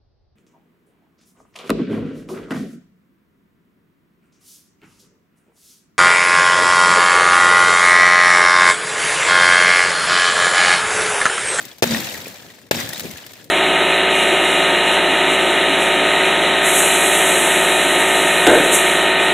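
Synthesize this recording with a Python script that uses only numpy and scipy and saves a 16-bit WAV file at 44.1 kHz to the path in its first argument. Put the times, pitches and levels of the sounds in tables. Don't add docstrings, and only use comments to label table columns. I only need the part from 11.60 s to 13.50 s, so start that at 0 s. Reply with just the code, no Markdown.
import sys
import numpy as np
from scipy import signal
from scipy.fft import rfft, irfft
from scipy.io import wavfile
from scipy.ndimage import uniform_filter1d, minimum_filter1d

SR = 44100
rng = np.random.default_rng(int(sys.argv[2]) if len(sys.argv) > 2 else 0)


def int16_out(signal):
    q = np.round(np.clip(np.atleast_2d(signal).T, -1, 1) * 32767)
    wavfile.write(sys.argv[1], SR, q.astype(np.int16))


def rack_gain(trim_db):
    fader = np.asarray(trim_db, float)
    return 10 ** (fader / 20)


N = 83790

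# start in seconds, crack in dB, thud in dB.
BLOW_CONTACTS = [(0.2232, 5.5, 14), (0.226, 9, 4), (.232, 11, 7.5), (.2372, -1, -8), (0.2397, 4.5, 6.5),
                 (1.1109, 9, 12), (1.1144, 3.5, -9)]
# frequency in Hz, relative density in dB per Hz.
CRUNCH_SPECTRUM = [(410, -10.5), (1800, -1.5), (4500, -7.5), (8200, -12.5), (10000, -19.5), (13000, -13),
                   (16000, -23.5)]
# frequency in Hz, relative level in dB, T60 in seconds.
LOG_MODES = [(410, -18, 0.02), (485, -3, 0.024), (558, -14.5, 0.078), (637, -4, 0.022), (857, -5, 0.017)]
# frequency in Hz, relative level in dB, T60 in seconds.
BLADE_MODES = [(1740, -11, 0.047), (3774, -29, 0.37)]
CRACK_T60_S, CRACKS_PER_S, CRACK_SPREAD_DB = 0.017, 17000, 2
THUD_LATE_S, BLOW_LAG_S = 0.00123, 0.00017

# start in seconds, level in dB.
SNAPS = [(0.0152, -33), (0.0264, -33.5), (0.052, -30), (.183, -36), (.5731, -32), (0.6802, -31),
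         (1.0156, -45), (1.29, -22), (1.332, -21.5), (1.378, -26), (1.3955, -20.5), (1.4052, -26.5),
         (1.4536, -32.5), (1.511, -28), (1.5728, -32), (1.6642, -30.5), (1.7195, -41), (1.734, -33.5),
         (1.8423, -37)]
# start in seconds, level in dB, ring in Hz.
CLINKS = [(0.1142, -36.5, 3360), (0.258, -15, 2160), (0.309, -17, 4780), (0.335, -24.5, 3680),
          (.3465, -15.5, 1867), (0.4889, -25, 3700), (0.6572, -29, 2440), (0.9016, -36.5, 1930),
          (1.116, -2, 2650), (1.2084, -23.5, 1970), (1.3309, -29, 1880), (1.345, -26.5, 3720),
          (1.358, -30.5, 3880), (1.378, -34, 3430)]
# start in seconds, level in dB, ring in Hz.
KNOCKS = [(.669, -27.5, 536), (1.235, -32, 117), (1.289, -29.5, 154), (1.453, -35.5, 262), (1.535, -36, 95)]
RISE_S, SNAP_T60_S, SNAP_TILT_DB_PER_DECADE = 0.00038, 0.039, 7.5
CHATTER_T60_S, CLINK_T60_S, BOUNCE_CYCLES = 0.038, 0.024, 3.96
CLACK_DB, CLACK_T60_S, CLACK_PITCH_RATIO = 3.5, 0.0009, 1.34
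KNOCK_T60_CYCLES, KNOCK_UNDERTONE_RATIO = 8.9, 0.89

# time in seconds, level in dB.
SHUDDER_LEVEL = [(0, -48), (.222, -52), (.24, -12), (.35, -30), (.5, -37.5), (.8, -47), (1.109, -52.5),
                 (1.122, -11), (1.2, -30.5), (1.35, -42.5), (1.45, -34.5), (1.6, -49), (1.9, -49)]
# frequency in Hz, relative density in dB per Hz.
RUMBLE_SPECTRUM = [(20, -30), (40, -18), (76, -1.5), (150, -1), (217, 0), (548, -6.5), (1300, -32.5)]
# time in seconds, rms level in dB.
HUM_LEVELS = [
    [(.245, -14), (.335, -21), (.42, -42.5)],
    [(1.13, -27), (1.155, -21), (1.24, -46)],
]
LUMP_DB, LUMP_HZ = 1.9, 11.0
HUM_HZ, HUM_SAG_HZ_PER_S, HUM_FADE_S = 242.2, 120, 0.018
WAVER_RMS_HZ, WAVER_RATE_HZ = 3.4, 29.0

# time in seconds, level in dB.
SCATTER_LEVEL = [(0, -40), (.1, -45), (.222, -55), (.224, -12.5), (.27, -18.5), (.35, -27), (.45, -30),
                 (.8, -43), (.98, -49.5), (1.109, -59), (1.112, -11.5), (1.15, -17), (1.22, -28.5),
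                 (1.3, -36), (1.45, -36.5), (1.6, -42), (1.8, -46.5), (1.9, -57.5)]
# frequency in Hz, relative density in dB per Hz.
GRIT_SPECTRUM = [(290, -101), (500, -2), (1160, -7.5), (1840, -3), (2930, -6.5), (3650, -4), (9490, -17.5),
                 (15600, -11), (16300, -20)]
GRAINS_PER_S, GRAIN_SPREAD_DB, COARSEST_HZ = 7000, 1.5, 710
CLUMP_HZ, SHARED_CLUMP_DB, OWN_CLUMP_DB = 74, 1.92, 2
PEBBLES_PER_S, PEBBLE_SPREAD_DB, PEBBLE_DB, PEBBLE_T60_CYCLES = 300, 3.2, -5, 61

# frequency in Hz, left-right correlation from -1 to 1, before the phase turn.
LIKENESS = [(60, 0.95), (300, 0.71), (700, 0.97), (1100, 0.22), (4500, 0.32), (12000, 0.16)]
# frequency in Hz, left over right in dB.
LEFT_LEAN = [(60, 4), (1000, 2), (4500, 0.5), (7700, 13), (9600, 7.5), (12500, 3.5)]
RIGHT_TURN_RAD = 0.42

BASS_CUT_HZ, TOP_CUT_HZ = 87, 16400
CEILING_DB, LOOK_AHEAD_S, RECOVER_DB_PER_S = 2.5, 0.011, 181.5


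def rms_one(x):
    return x / np.sqrt(np.mean(x ** 2) + 1e-20)


def level(rows):
    return rack_gain(np.interp(np.arange(N) / SR, *np.transpose(rows)))


def at_hz(points, hz):
    point_hz, values = np.transpose(points)
    return np.interp(np.log(hz + 1), np.log(point_hz), values)


def colour(x, spectrum):
    gain = rack_gain(at_hz(spectrum, np.fft.rfftfreq(N, 1 / SR)))
    return irfft(rfft(x) * rms_one(gain), N)


def drift(rate_hz):
    pole = np.exp(-2 * np.pi * rate_hz / SR)
    noise = rng.standard_normal(N + SR)
    return rms_one(signal.lfilter([1], [1, -2 * pole, pole * pole], noise)[SR:])


def click(s, db):
    out = np.zeros(N)
    out[int(s * SR)] = rack_gain(db)
    return out


def ring(clicks, hz, t60_s):
    radius, turn = rack_gain(-60 / (t60_s * SR)), 2 * np.pi * hz / SR
    feedback = [1, -2 * radius * np.cos(turn), radius * radius]
    return signal.lfilter([0, np.sin(turn)], feedback, clicks + 1e-18)


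def grains(per_s, spread_db):
    sizes = rack_gain(spread_db * np.minimum(rng.exponential(1, (2, N)), 5))
    signs = rng.choice([-1, 1], (2, N))
    return rms_one(sizes * signs * (rng.random((2, N)) < per_s / SR))


def spread(pair, lag_s=0):
    hz = np.fft.rfftfreq(N, 1 / SR)
    alike = np.clip(at_hz(LIKENESS, hz), -1, 1)
    half_lean_db = at_hz(LEFT_LEAN, hz) / 2
    mid, side = rfft(pair) * np.sqrt([1 + alike, 1 - alike]) / np.sqrt(2)
    left = (mid + side) * rack_gain(half_lean_db)
    turn = np.exp(-1j * (RIGHT_TURN_RAD + 2 * np.pi * hz * lag_s))
    right = (mid - side) * rack_gain(-half_lean_db) * turn
    return irfft([left, right], N)


def blows():
    t = np.arange(N) / SR
    crack_gain = sum(rack_gain(crack_db - 60 * np.clip(t - s, 0, 1) / CRACK_T60_S) * (t >= s)
                     for s, crack_db, _ in BLOW_CONTACTS)
    push = sum(click(s + THUD_LATE_S, thud_db) for s, _, thud_db in BLOW_CONTACTS)
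    body = sum(rack_gain(db) * ring(push, hz, t60_s) for hz, db, t60_s in LOG_MODES + BLADE_MODES)
    pair = crack_gain * colour(grains(CRACKS_PER_S, CRACK_SPREAD_DB), CRUNCH_SPECTRUM)
    pair[0] += body
    return spread(pair, BLOW_LAG_S)


def fall(s, db, t60_s):
    age = np.arange(N) / SR - s
    return rack_gain(db - 60 * np.clip(age, 0, 1) / t60_s) * np.clip(age / RISE_S, 0, 1)


def snaps():
    bright = [(hz, db + SNAP_TILT_DB_PER_DECADE * np.log10(hz)) for hz, db in GRIT_SPECTRUM]
    noise = colour(rng.standard_normal((2, N)), bright)
    thin = rms_one(np.gradient(noise, axis=1))
    out = np.zeros((2, N))
    for s, db in SNAPS:
        blend = rng.random() * np.pi / 2
        out += fall(s, db, SNAP_T60_S) * (np.cos(blend) * noise + np.sin(blend) * thin)
    return spread(out)


def clinks():
    chatter, out = rng.standard_normal((2, N)), np.zeros((2, N))
    for s, db, hz in CLINKS:
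        hits = fall(s, 0, CHATTER_T60_S) * chatter
        clack = ring(hits, hz * CLACK_PITCH_RATIO, CLACK_T60_S)
        out += rack_gain(db + CLACK_DB) * clack / np.abs(clack).max()
        touches = click(s, db) + click(s + BOUNCE_CYCLES / hz, db)
        out[0] += ring(touches, hz, CLINK_T60_S)
    return spread(out)


def knocks():
    out = np.zeros(N)
    for s, db, hz in KNOCKS:
        for ring_hz in (hz, hz * KNOCK_UNDERTONE_RATIO):
            out += ring(click(s, db), ring_hz, KNOCK_T60_CYCLES / hz)
    return out


def shudder():
    rumble = colour(rng.standard_normal((2, N)), RUMBLE_SPECTRUM)
    return level(SHUDDER_LEVEL) * spread(rumble * rack_gain(LUMP_DB * drift(LUMP_HZ)))


def hum():
    t, out, waver_hz = np.arange(N) / SR, np.zeros(N), WAVER_RMS_HZ * drift(WAVER_RATE_HZ)
    for rows in HUM_LEVELS:
        start, end = rows[0][0], rows[-1][0]
        hz = HUM_HZ - HUM_SAG_HZ_PER_S * (t - start) + waver_hz
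        fade = np.clip(1 - np.maximum(start - t, t - end) / HUM_FADE_S, 0, 1)
        out += level(rows) * fade * np.sqrt(2) * np.sin(2 * np.pi * np.cumsum(hz) / SR)
    return out


def grit():
    hz = np.fft.rfftfreq(N, 1 / SR) + 1
    tone = rfft(colour(grains(GRAINS_PER_S, GRAIN_SPREAD_DB), GRIT_SPECTRUM))
    octave = np.clip(np.log2(hz / COARSEST_HZ), 0, 4)
    together, out = drift(CLUMP_HZ), np.zeros((2, N))
    for k in range(5):
        clump_db = SHARED_CLUMP_DB * together + OWN_CLUMP_DB * drift(CLUMP_HZ)
        band = np.clip(1 - abs(octave - k), 0, 1)
        out += rack_gain(clump_db) * irfft(tone * band, N)
    return out


def pebbles():
    hits, dealt = grains(PEBBLES_PER_S, PEBBLE_SPREAD_DB), rng.integers(0, 14, N)
    rings = sum(ring(hits * (dealt == k), hz, PEBBLE_T60_CYCLES / hz)
                for k, hz in enumerate(np.geomspace(1700, 7600, 14)))
    return rack_gain(PEBBLE_DB) * rms_one(rings)


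def scatter():
    return level(SCATTER_LEVEL) * spread(grit() + pebbles())


def scene():
    return blows() + snaps() + clinks() + knocks() + shudder() + hum() + scatter()


def band_limit(x):
    return signal.sosfilt(signal.butter(12, 17010, fs=SR, output="sos"), x)


def record(dry):
    bass_cut = signal.butter(3, BASS_CUT_HZ, "high", fs=SR, output="sos")
    dry = signal.sosfilt(bass_cut, dry)
    ahead = int(LOOK_AHEAD_S * SR)
    recovery_db = RECOVER_DB_PER_S * np.arange(N) / SR
    over_db = np.maximum(20 * np.log10(np.abs(dry).max(axis=0) + 1e-9) - CEILING_DB, 0)
    held_db = np.maximum.accumulate(over_db + recovery_db) - recovery_db
    gain_db = uniform_filter1d(minimum_filter1d(-held_db, 2 * ahead + 1), ahead)
    rounded = np.tanh(dry * rack_gain(gain_db))
    top_cut = signal.cheby2(12, 60, TOP_CUT_HZ, fs=SR, output="sos")
    return band_limit(signal.sosfilt(top_cut, rounded))


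dry = scene()
out = record(dry)
int16_out(out)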